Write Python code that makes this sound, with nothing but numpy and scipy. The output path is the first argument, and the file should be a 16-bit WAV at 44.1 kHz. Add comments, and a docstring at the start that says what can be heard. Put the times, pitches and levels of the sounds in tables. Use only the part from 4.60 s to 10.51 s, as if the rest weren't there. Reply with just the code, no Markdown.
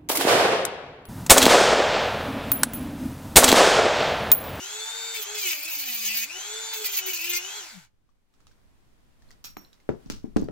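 """Rotary tool on a copper tube

A small mains rotary tool whines, sags in speed and screeches as its disc bites a copper tube, then is switched off.
The tool is shaft-locked tones plus filtered noise; its grit repeats each turn and drives bands of tube and disc.
Pliers tick on the tube (noise snaps and dying sines), a brass screen springs out and rings (fluttering modes),
and tools are set down on a laminate floor (damped swings and board modes).
A close pair of microphones hears it in a quiet, hard room, over a low hush and a faint rustle of hands."""
import sys
import numpy as np
from scipy import signal
from scipy.fft import rfft, irfft, next_fast_len
from scipy.io import wavfile
from scipy.ndimage import uniform_filter1d, map_coordinates

SR = 44100
rng = np.random.default_rng(int(sys.argv[2]) if len(sys.argv) > 2 else 0)


def to_wav(sig):
    """Store sig (one row per channel, or 1-D mono) as 16-bit WAV at the path in sys.argv[1].

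    Samples outside -1..1 are clipped; the rate is SR.
    """
    pcm = np.clip(np.atleast_2d(sig), -1, 1) * 32767
    pcm = np.round(pcm).astype(np.int16)
    wavfile.write(sys.argv[1], SR, pcm.T)  # frames by channels


N = 260631
T = np.arange(N) / SR
OFF_S, WHIRR_OUT_S = 2.975, 3.275  # switched off; the whirr fades out quickly from here


def tool():
    """The turning shaft paces tones and grit; returns the part both microphones share and the diffuse part."""
    hz, hum_db, bars_db, air_db, roar_db, screech_db, rasp_db = controls()
    # the speed shivers, more so the further it sags
    sag = np.clip(1 - hz / 460, 0, 1)
    shiver = (.001 + .008 * sag) * wander(N, size=350)
    turn = 2 * np.pi * np.cumsum(hz * (1 + shiver)) / SR
    ripple = 2 * np.pi * 100 * T  # twice the mains frequency
    # the bite jars the rotor and roughens its tones
    biting = np.clip((rasp_db + 60) / 25, 0, 1)
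    shudder = (.004 + .07 * biting) * wander(N, size=260)
    shudder += (.2 * biting + .5 * sag) * wander(N, size=1100)
    shaft = turn + shudder

    # rotor tones weaken with speed and fade after switch-off
    fade_db = 24 * sag + 0.99 * biting + np.clip(12 * (T - OFF_S), 0, 30)
    tones = amp(hum_db + 3.0) * np.cos(shaft)
    tones += amp(bars_db + 1.5) * commutator(shaft, ripple, sag)
    tones += amp(air_db - 4.5 - fade_db) * rotor_tones(hz, shaft)
    tones += bearing_growl(shaft, sag)
    tones += amp(rasp_db - 50.0) * np.cos(ripple)  # the field coils buzz under load

    fan = coloured(rng.standard_normal((3, N)), FAN) * (1 + 0.26 * np.cos(ripple))
    grit = rim_grit(turn)
    noise = amp(air_db + 2.0) * fan + amp(roar_db + 3.0) * vent_roar(fan)
    noise += amp(rasp_db - 3.0) * tube_rasp(grit) + amp(screech_db + 4.5) * disc_screech(grit)
    noise += housing_rattle(fan, sag)
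    return tones + 0.47 * noise[0], 0.26 * noise[1:]


# The hand leans the disc on the tube.
# Each row: start in seconds, end in seconds, screech of the disc in relative dB, rasp of the tube in relative dB.
PRESSES = [(0.552, 0.608, -38, -27), (0.61, 0.648, -36, -32), (0.759, 0.844, -35, -25),
           (0.836, 0.954, -30, -20.5), (0.959, 1.053, -35.5, -30.5), (1.055, 1.081, -38.5, -28),
           (1.091, 1.188, -33, -27.5), (1.177, 1.258, -33, -26.5), (1.268, 1.357, -32, -25),
           (1.359, 1.441, -30, -26), (1.436, 1.658, -30, -22), (2.146, 2.165, -33.5, -25),
           (2.171, 2.247, -37, -34.5), (2.255, 2.285, -27, -22), (2.288, 2.341, -38.5, -30),
           (2.342, 2.375, -31, -22.5), (2.38, 2.41, -25.5, -22.5), (2.477, 2.521, -29.5, -22.5),
           (2.523, 2.544, -40, -31.5), (2.544, 2.592, -28, -24), (2.599, 2.648, -36, -29.5),
           (2.649, 2.698, -32.5, -25.5), (2.704, 2.792, -30, -22.5)]
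# Shaft speed and hum level through time: the speed sags under load and falls after switch-off.
# Each row: time in seconds, shaft speed in Hz, hum rms in dB.
SHAFT = [(0.0, 353, -67), (0.02, 366.6, -50.5), (0.09, 414, -65), (0.15, 426.5, -50.5),
         (0.24, 441.6, -50.5), (0.3, 450.6, -72), (0.35, 456, -52.5), (0.54, 456.4, -50.5),
         (0.55, 457, -57.5), (0.6, 426, -43), (0.64, 392.4, -80), (0.67, 404.5, -50.5), (0.73, 425, -48.5),
         (0.76, 429.4, -45), (0.82, 400.6, -60.5), (0.86, 372.3, -43), (0.96, 292.5, -71),
         (0.99, 290.3, -57.5), (1.04, 312, -76.5), (1.06, 316.2, -57.5), (1.09, 326.3, -63.5),
         (1.16, 297.7, -85), (1.17, 296.2, -56.5), (1.23, 270.9, -63), (1.31, 245.5, -54.5),
         (1.37, 233.1, -60.5), (1.5, 221.1, -54.5), (1.59, 227.5, -59.5), (1.63, 221.8, -57),
         (1.72, 339.6, -66.5), (1.74, 356.4, -59), (1.78, 380.3, -48.5), (1.81, 398, -84),
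         (1.85, 411.3, -58), (1.95, 437.5, -46), (2.01, 445.8, -50), (2.14, 448.2, -55.5),
         (2.18, 427.7, -47), (2.22, 433.3, -41.5), (2.25, 414, -54.5), (2.27, 393.3, -75), (2.29, 401, -53),
         (2.33, 406.5, -55), (2.39, 377.4, -58.5), (2.45, 371.4, -48.5), (2.49, 379.8, -40),
         (2.51, 372.3, -49), (2.59, 320.2, -62.5), (2.7, 356, -46), (2.75, 348.2, -48.5),
         (2.82, 356.8, -56.5), (2.85, 373.5, -50.5), (2.93, 410.5, -64.5), (2.98, 424.2, -54),
         (3.02, 364.4, -57), (3.1, 270, -75), (3.15, 202.8, -55), (3.18, 179, -47), (3.21, 151, -66),
         (3.27, 111.3, -75.5)]
# Commutator whine through the casing. Each row: frequency in Hz, relative level in dB.
CASING_WHINE = [(1500, -69), (1850, -70.5), (2250, -53.5), (2580, -40.5), (2950, -45.5), (3400, -45.5),
                (3650, -40)]
# Air noise of the coasting rotor. Each row: shaft speed in Hz, change of level in dB.
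RUN_DOWN = [(90, -61), (125, -19), (230, -7.5), (300, -4.5), (420, -1.5)]
FREE_HZ = 456  # shaft speed without load
BITE_S, LEAD_S = 0.0089, 0.013  # the disc takes hold; its sound comes a little before the rotor feels the load
JUDDER_DB = 0.88  # rms waver of the grip
WHINE_WAVER_DB, WHINE_OFF_DB_PER_S = 1, -150
AIR_DB, AIR_LOAD_DB = -40, -6  # relative hiss of cooling air running free; its change at stall
ROAR_DB, ROAR_LOAD_DB, ROAR_BITE_DB = -43.5, -90.5, -4.5  # relative roar of the vents; change at stall, in contact


def controls():
    """Speed and contact set the level of the main parts of the tool."""
    screech, rasp, touch = np.zeros((3, N))
    for start, end, press_screech_db, press_rasp_db in PRESSES:
        on = slice(round(start * SR), round(end * SR))
        screech[on], rasp[on], touch[on] = amp(press_screech_db), amp(press_rasp_db), 1

    def ease(x):
        """The disc takes hold gradually: a running mean."""
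        return uniform_filter1d(x, round(BITE_S * SR))

    hz, hum_db = curves(SHAFT)
    hz = uniform_filter1d(hz, size=900)
    load = np.clip(1 - hz / FREE_HZ, 0, 1) * (T < OFF_S)
    whirr_out_db = -900 * np.maximum(T - WHIRR_OUT_S, 0)
    bars_db = read(CASING_WHINE, 8 * hz) + WHINE_OFF_DB_PER_S * np.maximum(T - OFF_S, 0)
    bars_db += WHINE_WAVER_DB * wander(N, size=1000)
    fall_db = read(RUN_DOWN, hz) * (T > OFF_S) + whirr_out_db
    air_db = AIR_DB + ease(AIR_LOAD_DB * load) + fall_db
    roar_db = ROAR_DB + ease(ROAR_LOAD_DB * load ** 2 + ROAR_BITE_DB * touch) + fall_db
    judder_db, early = JUDDER_DB * wander(N, size=1500), round(LEAD_S * SR)

    def contact_db(x):
        """Eased contact level, brought forward and juddering."""
        return 20 * np.log10(abs(ease(np.roll(x, -early))) + 1e-6) + judder_db

    return hz, hum_db + whirr_out_db, bars_db, air_db, roar_db, contact_db(screech), contact_db(rasp)


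# Commutator tone and its side tones.
# Each row: offset in steps of twice the mains, relative level in dB, gain at stall in dB.
RIPPLE = [(0, 0, -4), (-1, -13, 22), (-2, -18, 24), (1, -18, 22)]


def commutator(shaft, ripple, sag):
    """Eight bars a turn whine; as speed sags the current ripple deepens, side tones grow and the tone breaks up."""
    bars = 0
    for step, db, deepen_db in RIPPLE:
        level_db = db + sag * (deepen_db + 10 * wander(N, size=900))
        break_up = 5 * sag * wander(N, size=500)
        bars = bars + amp(level_db) * np.cos(8 * shaft + step * ripple + break_up)
    return bars


# Fan and rotor tones. Each row: multiple of the shaft speed, relative level in dB.
WHINE = [(2, -13), (3, -16), (4, -25.5), (5, -13.5), (9, -7), (10, -3.5), (11, -12.5), (12, -16), (13, -14),
         (14, -5), (15, -4.5), (16, 4), (17, -7.5), (18, 3.5), (24, -11.5), (30, -19), (31, -20),
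         (32, -8.5)]
# How the housing passes them. Each row: frequency in Hz, gain in dB.
SHELL = [(800, 4), (3000, -3), (4200, 2.5), (5200, -0.5), (6300, 3), (7200, -1), (7800, -1), (8400, -15.5),
         (12000, 2.5), (15500, -4)]


def rotor_tones(hz, shaft):
    """Multiples of the shaft speed, each wavering and weighted by the housing as it glides."""
    tones = 0
    for k, db in WHINE:
        level_db = db + read(SHELL, k * hz) + 2.2 * wander(N, size=1500)
        tones = tones + amp(level_db) * np.cos(k * shaft + 2 * np.pi * rng.random())
    return tones


# The loaded shaft shakes its bearings. Each row: multiple of the shaft speed, relative level in dB.
GROWL = [(2, -68), (3, -66), (4, -66), (5, -66)]


def bearing_growl(shaft, sag):
    """Low multiples of the shaft speed come up as the speed sags."""
    growl = sum(amp(db + 1.5 + 4 * wander(N, size=3500)) * np.cos(k * shaft) for k, db in GROWL)
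    return np.clip(3 * sag, 0, 1) * (T < 3.05) * growl


RIM_TURNS, RIM_SHARE = 9, 0.68  # turns until the grit wears into a new pattern; the pattern's share of the bite


def rim_grit(turn):
    """The same grains come round each turn, so the noise of the bite holds rough tones of the shaft speed."""
    turns = turn / (2 * np.pi)
    phase = turns % 1
    pattern = rng.standard_normal((3, 400, 192))
    wear = turns / RIM_TURNS
    rim = np.array([map_coordinates(p, [wear, phase * 191], order=1) for p in pattern])
    rim = rim / np.hypot(wear % 1, 1 - wear % 1)  # blending two patterns keeps the level
    grit = RIM_SHARE * evened(rim) + (1 - RIM_SHARE) * rng.standard_normal((3, N))
    # the disc runs slightly out of true: its high spot strikes once a turn and the grit bites hardest there
    grit = grit * (1.0 + np.exp(-phase / 0.1)) * amp(1.6 * wander(N, size=300))
    blows = evened(np.diff(np.floor(turns), prepend=0)) * amp(2.5 * wander(N, size=300))
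    return evened(grit) + 0.4 * np.array([blows, np.roll(blows, 37), -np.roll(blows, 61)])


# Spectrum of the rasp. Each row: frequency in Hz, relative level in dB.
RASP = [(150, -43.5), (1200, -46), (1900, -23), (2600, -3.5), (3500, 10), (5000, -2.5), (6500, -2),
        (8000, 0), (9500, -6), (12000, -41)]
# Bands in which the tube sings. Each row: frequency in Hz, width in Hz, relative level in dB.
TUBE = [(2360, 53, 2), (2490, 457, 6.5), (2900, 330, -1.5), (4310, 420, -2), (5040, 890, 3),
        (6550, 400, -10), (6440, 1280, 2.5), (9100, 6000, -3.5)]


def tube_rasp(grit):
    """Grit scrapes the copper, broad rasp plus the wavering bands of the tube."""
    rasp = coloured(grit, RASP)
    for hz, width, db in TUBE:
        sing = resonate(resonate(grit, hz, width), hz, 3 * width)
        rasp = rasp + amp(db + 5.5 + 2.5 * wander(N, size=1400)) * sing
    return evened(rasp)


# Bands in which the disc screeches. 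Each row: frequency in Hz, width in Hz, relative level in dB.
DISC = [(11730, 720, -7), (14320, 3650, 7.5), (15300, 1100, -3), (16600, 7500, 2)]


def disc_screech(grit):
    """Grit excites the high bands of the disc, each wavering."""
    screech = 0
    for hz, width, db in DISC:
        band = resonate(resonate(grit, hz, width), hz, width)
        screech = screech + amp(db + 3.8 * wander(N, size=500)) * band
    return evened(screech)


# Spectrum of the cooling air. Each row: frequency in Hz, relative level in dB.
FAN = [(60, -60.5), (100, -30.5), (400, -18), (900, -16), (1800, -10.5), (2600, -16.5), (4000, -6.5),
       (5400, -8), (7300, -3.5), (8400, -12.5), (15500, -14.5)]
# Resonances of the vents. Each row: frequency in Hz, width in Hz, relative level in dB.
VENTS = [(870, 180, 3), (1455, 290, 0.5), (2280, 410, 1.5)]


def vent_roar(fan):
    """Fan noise resonates in the vents."""
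    return evened(sum(amp(db) * resonate(fan, hz, width) for hz, width, db in VENTS))


# The laboring rotor rattles the housing. The one row: frequency in Hz, width in Hz, relative level in dB.
SHELL_RING = (2558, 110, -50.5)


def housing_rattle(fan, sag):
    """A narrow, wavering band of fan noise, at full level once the speed has sagged by about a seventh."""
    hz, width, db = SHELL_RING
    band = evened(resonate(resonate(fan, hz, width), hz, 3 * width))
    waver = amp(3.5 * wander(N, size=900))
    return amp(db) * waver * np.clip(6.6 * sag, 0, 1) * (T < OFF_S) * band


# The microphone pair toward the tool.
# Each row: frequency in Hz, lead of the left in radians, left over right in dB.
PAIR = [(100.5, 0.33, 12.5), (413, 1.4, 11), (780, 1.4, 6), (2970, 0.56, 9), (6440, 1.66, -2),
        (8810, 1.78, -4), (14800, 2.3, -2.5)]


def pair(x):
    """The same wave reaches the two microphones with a lead and a balance that change with frequency."""
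    size = next_fast_len(N)
    lead, over_db = read(PAIR, np.fft.rfftfreq(size, 1 / SR))
    half = amp(over_db / 2) * np.exp(.5j * lead)
    return irfft(rfft(x, size) * np.array([half, 1 / half]), size)[:, :N]


def handling():
    """Ticks of pliers, rings of the screen and thuds on the boards."""
    mix, t = np.zeros((2, N)), np.arange(12000) / SR
    plier_ticks(mix, t)
    screen_rings(mix, t)
    floor_thuds(mix, t)
    return mix


# Pliers on the tube. Each row: start in seconds, ring in dB, pitch in Hz, click in relative dB,
# click dulled above in Hz, left over right in dB.
TICKS = [(3.491, -66.5, 1150, -72, 4080, 17), (3.7392, -66, 1286, -60, 7990, -6),
         (3.804, -61, 1280, -58, 8000, -5), (3.869, -58, 1260, -47.5, 8000, -2),
         (3.913, -57, 1540, -55, 5900, 1), (4.6217, -59, 1790, -55, 8030, 0),
         (4.689, -59, 4200, -67, 8000, 8), (4.7069, -50, 1950, -44.5, 8000, -2),
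         (5.049, -47, 4100, -74, 6050, 0), (5.1305, -51, 3910, -49.5, 8900, -3),
         (5.2017, -59, 2110, -56, 7000, -3), (5.515, -50, 5230, -46, 15000, -5),
         (5.658, -68, 5500, -61, 8000, -1), (5.794, -46, 6700, -58, 13100, 2),
         (5.814, -57, 6600, -46, 16000, -3), (5.843, -51, 4680, -48.5, 15000, -1)]


def plier_ticks(mix, t):
    """A noise snap, one short dying sine and a few grains."""
    for s, db, hz, click_db, top_hz, pan_db in TICKS:
        tick = amp(click_db) * snap(t, 0.0013, top_hz) + ring([(hz, db, .025)], t)
        add(mix, s, tick + amp(click_db - 10.5) * scatter(t, 0.12), pan_db)


# The screen springs out. Each row: start in seconds, relative level in dB, gain of the two middle modes in dB,
# gain of the top mode in dB, scatter of grains in relative dB, left over right in dB.
RINGS = [(4.8415, -36, -13, -10, -40, -1.5), (4.846, -32.5, 5, -16, -54, -9),
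         (4.856, -31.5, -4, -17, -61, 8), (4.866, -41.5, 9, -12, -70, -8), (4.97, -42, 12, 10, -79, -6)]
# Modes of the brass screen. Each row: frequency in Hz, relative level in dB, t60 in seconds.
SCREEN = [(1240, -16, .05), (2520, -9, .08), (4050, -7, .06), (5580, -13, .33), (6515, -17, .16),
          (7350, -16, .06), (12340, -2, .24), (14180, -9, .26)]


def screen_rings(mix, t):
    """A snap sets off dying modes; the screen tumbles as it rings, so each mode flutters."""
    for s, db, middle_db, top_db, grains_db, pan_db in RINGS:
        chime = 0
        for mode, gain_db in zip(SCREEN, [0, 0, 0, middle_db, middle_db, 0, 0, top_db]):
            chime = chime + ring([mode], t) * amp(gain_db + 2.4 * wander(len(t), size=500))
        strike = amp(db) * (.5 * snap(t, 0.0013, 24000) + 0.3 * chime)
        add(mix, s, strike + amp(grains_db) * scatter(t, 0.2), pan_db)


# Tools set down on the floor. 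Each row: start in seconds, relative level in dB, pitch in Hz, knock in relative dB,
# bright click in relative dB, scatter of grains in relative dB, lean of the push to the left in relative dB.
THUDS = [(4.968, -48.5, 300, -28.5, -58, -74, -29.5), (5.291, -20.5, 401, -25, -53, -57.5, 3.5),
         (5.46, -41, 190, -64, -82, -62.5, -6), (5.5, -30.5, 222, -30.5, -21.5, -39, -5),
         (5.642, -31, 245, -72, -80, -69, 3.5), (5.763, -14.5, 246, -30, -44, -46.5, -4),
         (5.769, -36, 282, -24.5, -26.5, -69, -11), (5.822, -25, 264, -53, -60, -67, 0.5),
         (5.886, -32, 414, -33.5, -80, -77, 2)]
# Modes of the boards. Each row: frequency in Hz, relative level in dB, t60 in seconds.
BOARD = [(143, 7, 0.071), (236, 19, 0.027), (347, 9, 0.042), (426, 6, 0.094), (624, 0, 0.05),
         (760, -8, 0.04)]
# broad after-shake of the floor: relative level, decay, upper edge as a multiple of the pitch of the blow
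RUMBLE_DB, RUMBLE_T60_S, RUMBLE_TOP = -10.5, 0.2, 1.04


def floor_thuds(mix, t):
    """Each blow swings the board once, shakes its modes and leaves a rumble, under a knock, click and grains."""
    for s, db, hz, knock_db, click_db, grains_db, pan_db in THUDS:
        # the far microphone gets the heavily damped swing later and inverted
        push = np.sin(2 * np.pi * hz * t) * hz * t * np.exp(-2.2 * hz * t) * 6
        push = np.array([push, -np.roll(push, 20)])
        # the blow travels on through the boards and shakes their modes unevenly
        jolt = rng.standard_normal((2, 900)) * np.hanning(900) / 18
        shake = signal.oaconvolve(jolt, ring(BOARD, t)[None], axes=1)[:, :len(t)]
        band = signal.butter(2, [70, RUMBLE_TOP * hz], "band", fs=SR)
        rumble = evened(signal.lfilter(*band, rng.standard_normal((2, len(t)))))
        rumble = rumble * np.minimum(t / 0.0029, 1) * amp(db + RUMBLE_DB - 60 * t / RUMBLE_T60_S)
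        contact = amp(knock_db + 11.5) * snap(t, 0.0025, 1160) + amp(click_db + 5.5) * snap(t, 0.00024, 8600)
        add(mix, s, rumble, 1.5)
        add(mix, s, amp(db + 8.0) * push, pan_db + 5.5)
        add(mix, s, amp(db - 21) * shake + contact + amp(grains_db) * scatter(t, 0.25), 1.0)


def snap(t, seconds, top_hz):
    """A short burst of noise, dulled above top_hz (at most 18 kHz), leaking a little between sides."""
    burst = rng.standard_normal((2, 1500)) * np.exp(-t[:1500] / seconds) + 1e-9
    dulled = signal.lfilter(*signal.butter(2, min(top_hz, 18000), fs=SR), burst + 0.11 * burst[::-1])
    return np.pad(dulled, ((0, 0), (0, len(t) - 1500)))


# Spectrum of the grains. Each row: frequency in Hz, relative level in dB.
GRAINS = [(400, -53), (800, -12), (1300, -0.5), (1900, -7), (5700, 2), (8500, -11.5), (13000, -18.5),
          (16000, -12)]


def scatter(t, t60):
    """Loose grains jump and settle."""
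    hops = rng.standard_normal((2, len(t))) * (.5 + amp(4.5 * wander(len(t), size=60)))
    return coloured(hops, GRAINS) * amp(-60 * t / t60) * (1 - np.exp(-t / 0.0001))


# How fast the room dies. Each row: frequency in Hz, t60 in seconds at a decay scale of 1.
ROOM = [(100, .6), (500, .5), (2000, .45), (8000, .3), (15000, .2)]


def room(x, decay_scale):
    """Sparse taps of random sign, one in every 20 samples, each band dying at its own speed."""
    taps = np.zeros((2, SR // 2))
    at = np.arange(200, SR // 2 - 20, 20) + rng.integers(0, 20, (2, (SR // 2 - 201) // 20))
    np.put_along_axis(taps, at, rng.choice([-1., 1.], at.shape), 1)
    hz, t, z = signal.stft(taps, SR, nperseg=256)
    decay = amp(-60 * t / decay_scale / read(ROOM, hz)[:, None])
    tail = signal.istft(z * decay, SR, nperseg=256)[1]
    return signal.fftconvolve(x, tail / np.linalg.norm(tail[0]), axes=1)[:, :N]


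# The quiet bed. Each row: time in seconds, room hush in relative dB, rustle of hands in relative dB.
STILL = [(0, -75, -100), (3.1, -73, -73), (3.3, -73.5, -76), (3.68, -76.5, -74), (3.8, -66.5, -65.5),
         (5.91, -69, -63)]
# Hands move. Each row: middle in seconds, length in seconds, gain of the hush in dB, gain of the rustle in dB.
STIRS = [(3.904, .12, 2, 1), (4.705, 0.23, 7, 5), (4.886, 0.16, 9, -4), (5.032, 0.15, 1, 7),
         (5.43, 0.17, 1, 5.5), (5.53, 0.23, 23, 0), (5.82, 0.46, 22, -2)]
# Spectrum of the hush. Each row: frequency in Hz, relative level in dB.
HUSH = [(15, 4), (40, -3), (100, -9.5), (250, -16), (600, -37.5), (1500, -73.5)]
# Spectrum of the rustle. Each row: frequency in Hz, relative level in dB.
RUSTLE = [(120, -28), (200, -6.5), (590, -12.5), (1100, -14.5), (1300, -16.5), (1450, -16.5), (8120, -27),
          (14900, -32.5), (16000, -32.5)]


def background():
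    """Low hush and faint rustle, unrelated at the two microphones, follow level curves with brief rises and dips."""
    hush_db, rustle_db = curves(STILL)
    for s, length, hush_gain_db, rustle_gain_db in STIRS:
        stir = np.clip(1 - abs(T - s) / length * 2, 0, 1)
        hush_db = hush_db + hush_gain_db * stir
        rustle_db = rustle_db + rustle_gain_db * stir
    hush = coloured(rng.standard_normal((2, N)), HUSH) * amp(hush_db + 7.5 + 1.3 * wander(N, size=4000))
    return hush + coloured(rng.standard_normal((2, N)), RUSTLE) * amp(rustle_db - 3.0)


def amp(db):
    """Decibels to gain."""
    return 10 ** (np.asarray(db) / 20)


def evened(x):
    """Scales to unit rms."""
    return x / np.sqrt(np.mean(x ** 2) + 1e-20)


def read(points, hz):
    """Columns of a spectrum table on a log frequency axis."""
    f, *columns = np.transpose(points)
    return np.squeeze([np.interp(np.log(hz + 1), np.log(f + 1), c) for c in columns])


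def curves(rows):
    """Columns of a time table, sample by sample."""
    s, *columns = np.transpose(rows)
    return [np.interp(T, s, c) for c in columns]


def coloured(x, points):
    """Imposes a spectrum, unit rms."""
    size = next_fast_len(x.shape[-1])
    gain = amp(read(points, np.fft.rfftfreq(size, 1 / SR)))
    return evened(irfft(rfft(x, size) * gain, size)[..., :x.shape[-1]])


def resonate(x, hz, width):
    """Two-pole band of gain 1."""
    return signal.lfilter(*signal.iirpeak(hz, hz / width, SR), x)


def wander(count, size):
    """Smooth chance of unit rms that turns about every size samples."""
    knots = uniform_filter1d(rng.standard_normal(4 * count // size + 2), size=4)
    return evened(np.interp(np.arange(count) * 4 / size, np.arange(len(knots)), knots))


def ring(modes, t):
    """Dying sines."""
    return sum(amp(db - 60 * t / t60) * np.sin(2 * np.pi * hz * t) for hz, db, t60 in modes)


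def add(mix, s, sound, pan_db):
    """Places a sound at s seconds, left over right by pan_db."""
    part = mix[:, round(s * SR):][:, :sound.shape[-1]]
    part += amp([[pan_db / 2], [-pan_db / 2]]) * np.atleast_2d(sound)[:, :part.shape[1]]


def scene():
    """Tool, handling, their echoes and the background."""
    shared, diffuse = tool()
    hands = handling()
    # the floor and hands right by the tool throw back its upper range
    upper = signal.lfilter(*signal.butter(2, 600, "high", fs=SR), shared)
    close_echoes = amp(-3) * room(upper[None], .3)
    hand_echoes = amp(-11.5) * room(hands, 0.5)
    return pair(shared) + diffuse + close_echoes + hands + hand_echoes + background()


def record(dry):
    """The band limit: a steep low-pass at 15.9 kHz."""
    low_pass = signal.firwin(511, 15900, window=("kaiser", 9), fs=SR)
    return signal.oaconvolve(dry, low_pass[None], "same")


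dry = scene()
out = record(dry)
to_wav(out)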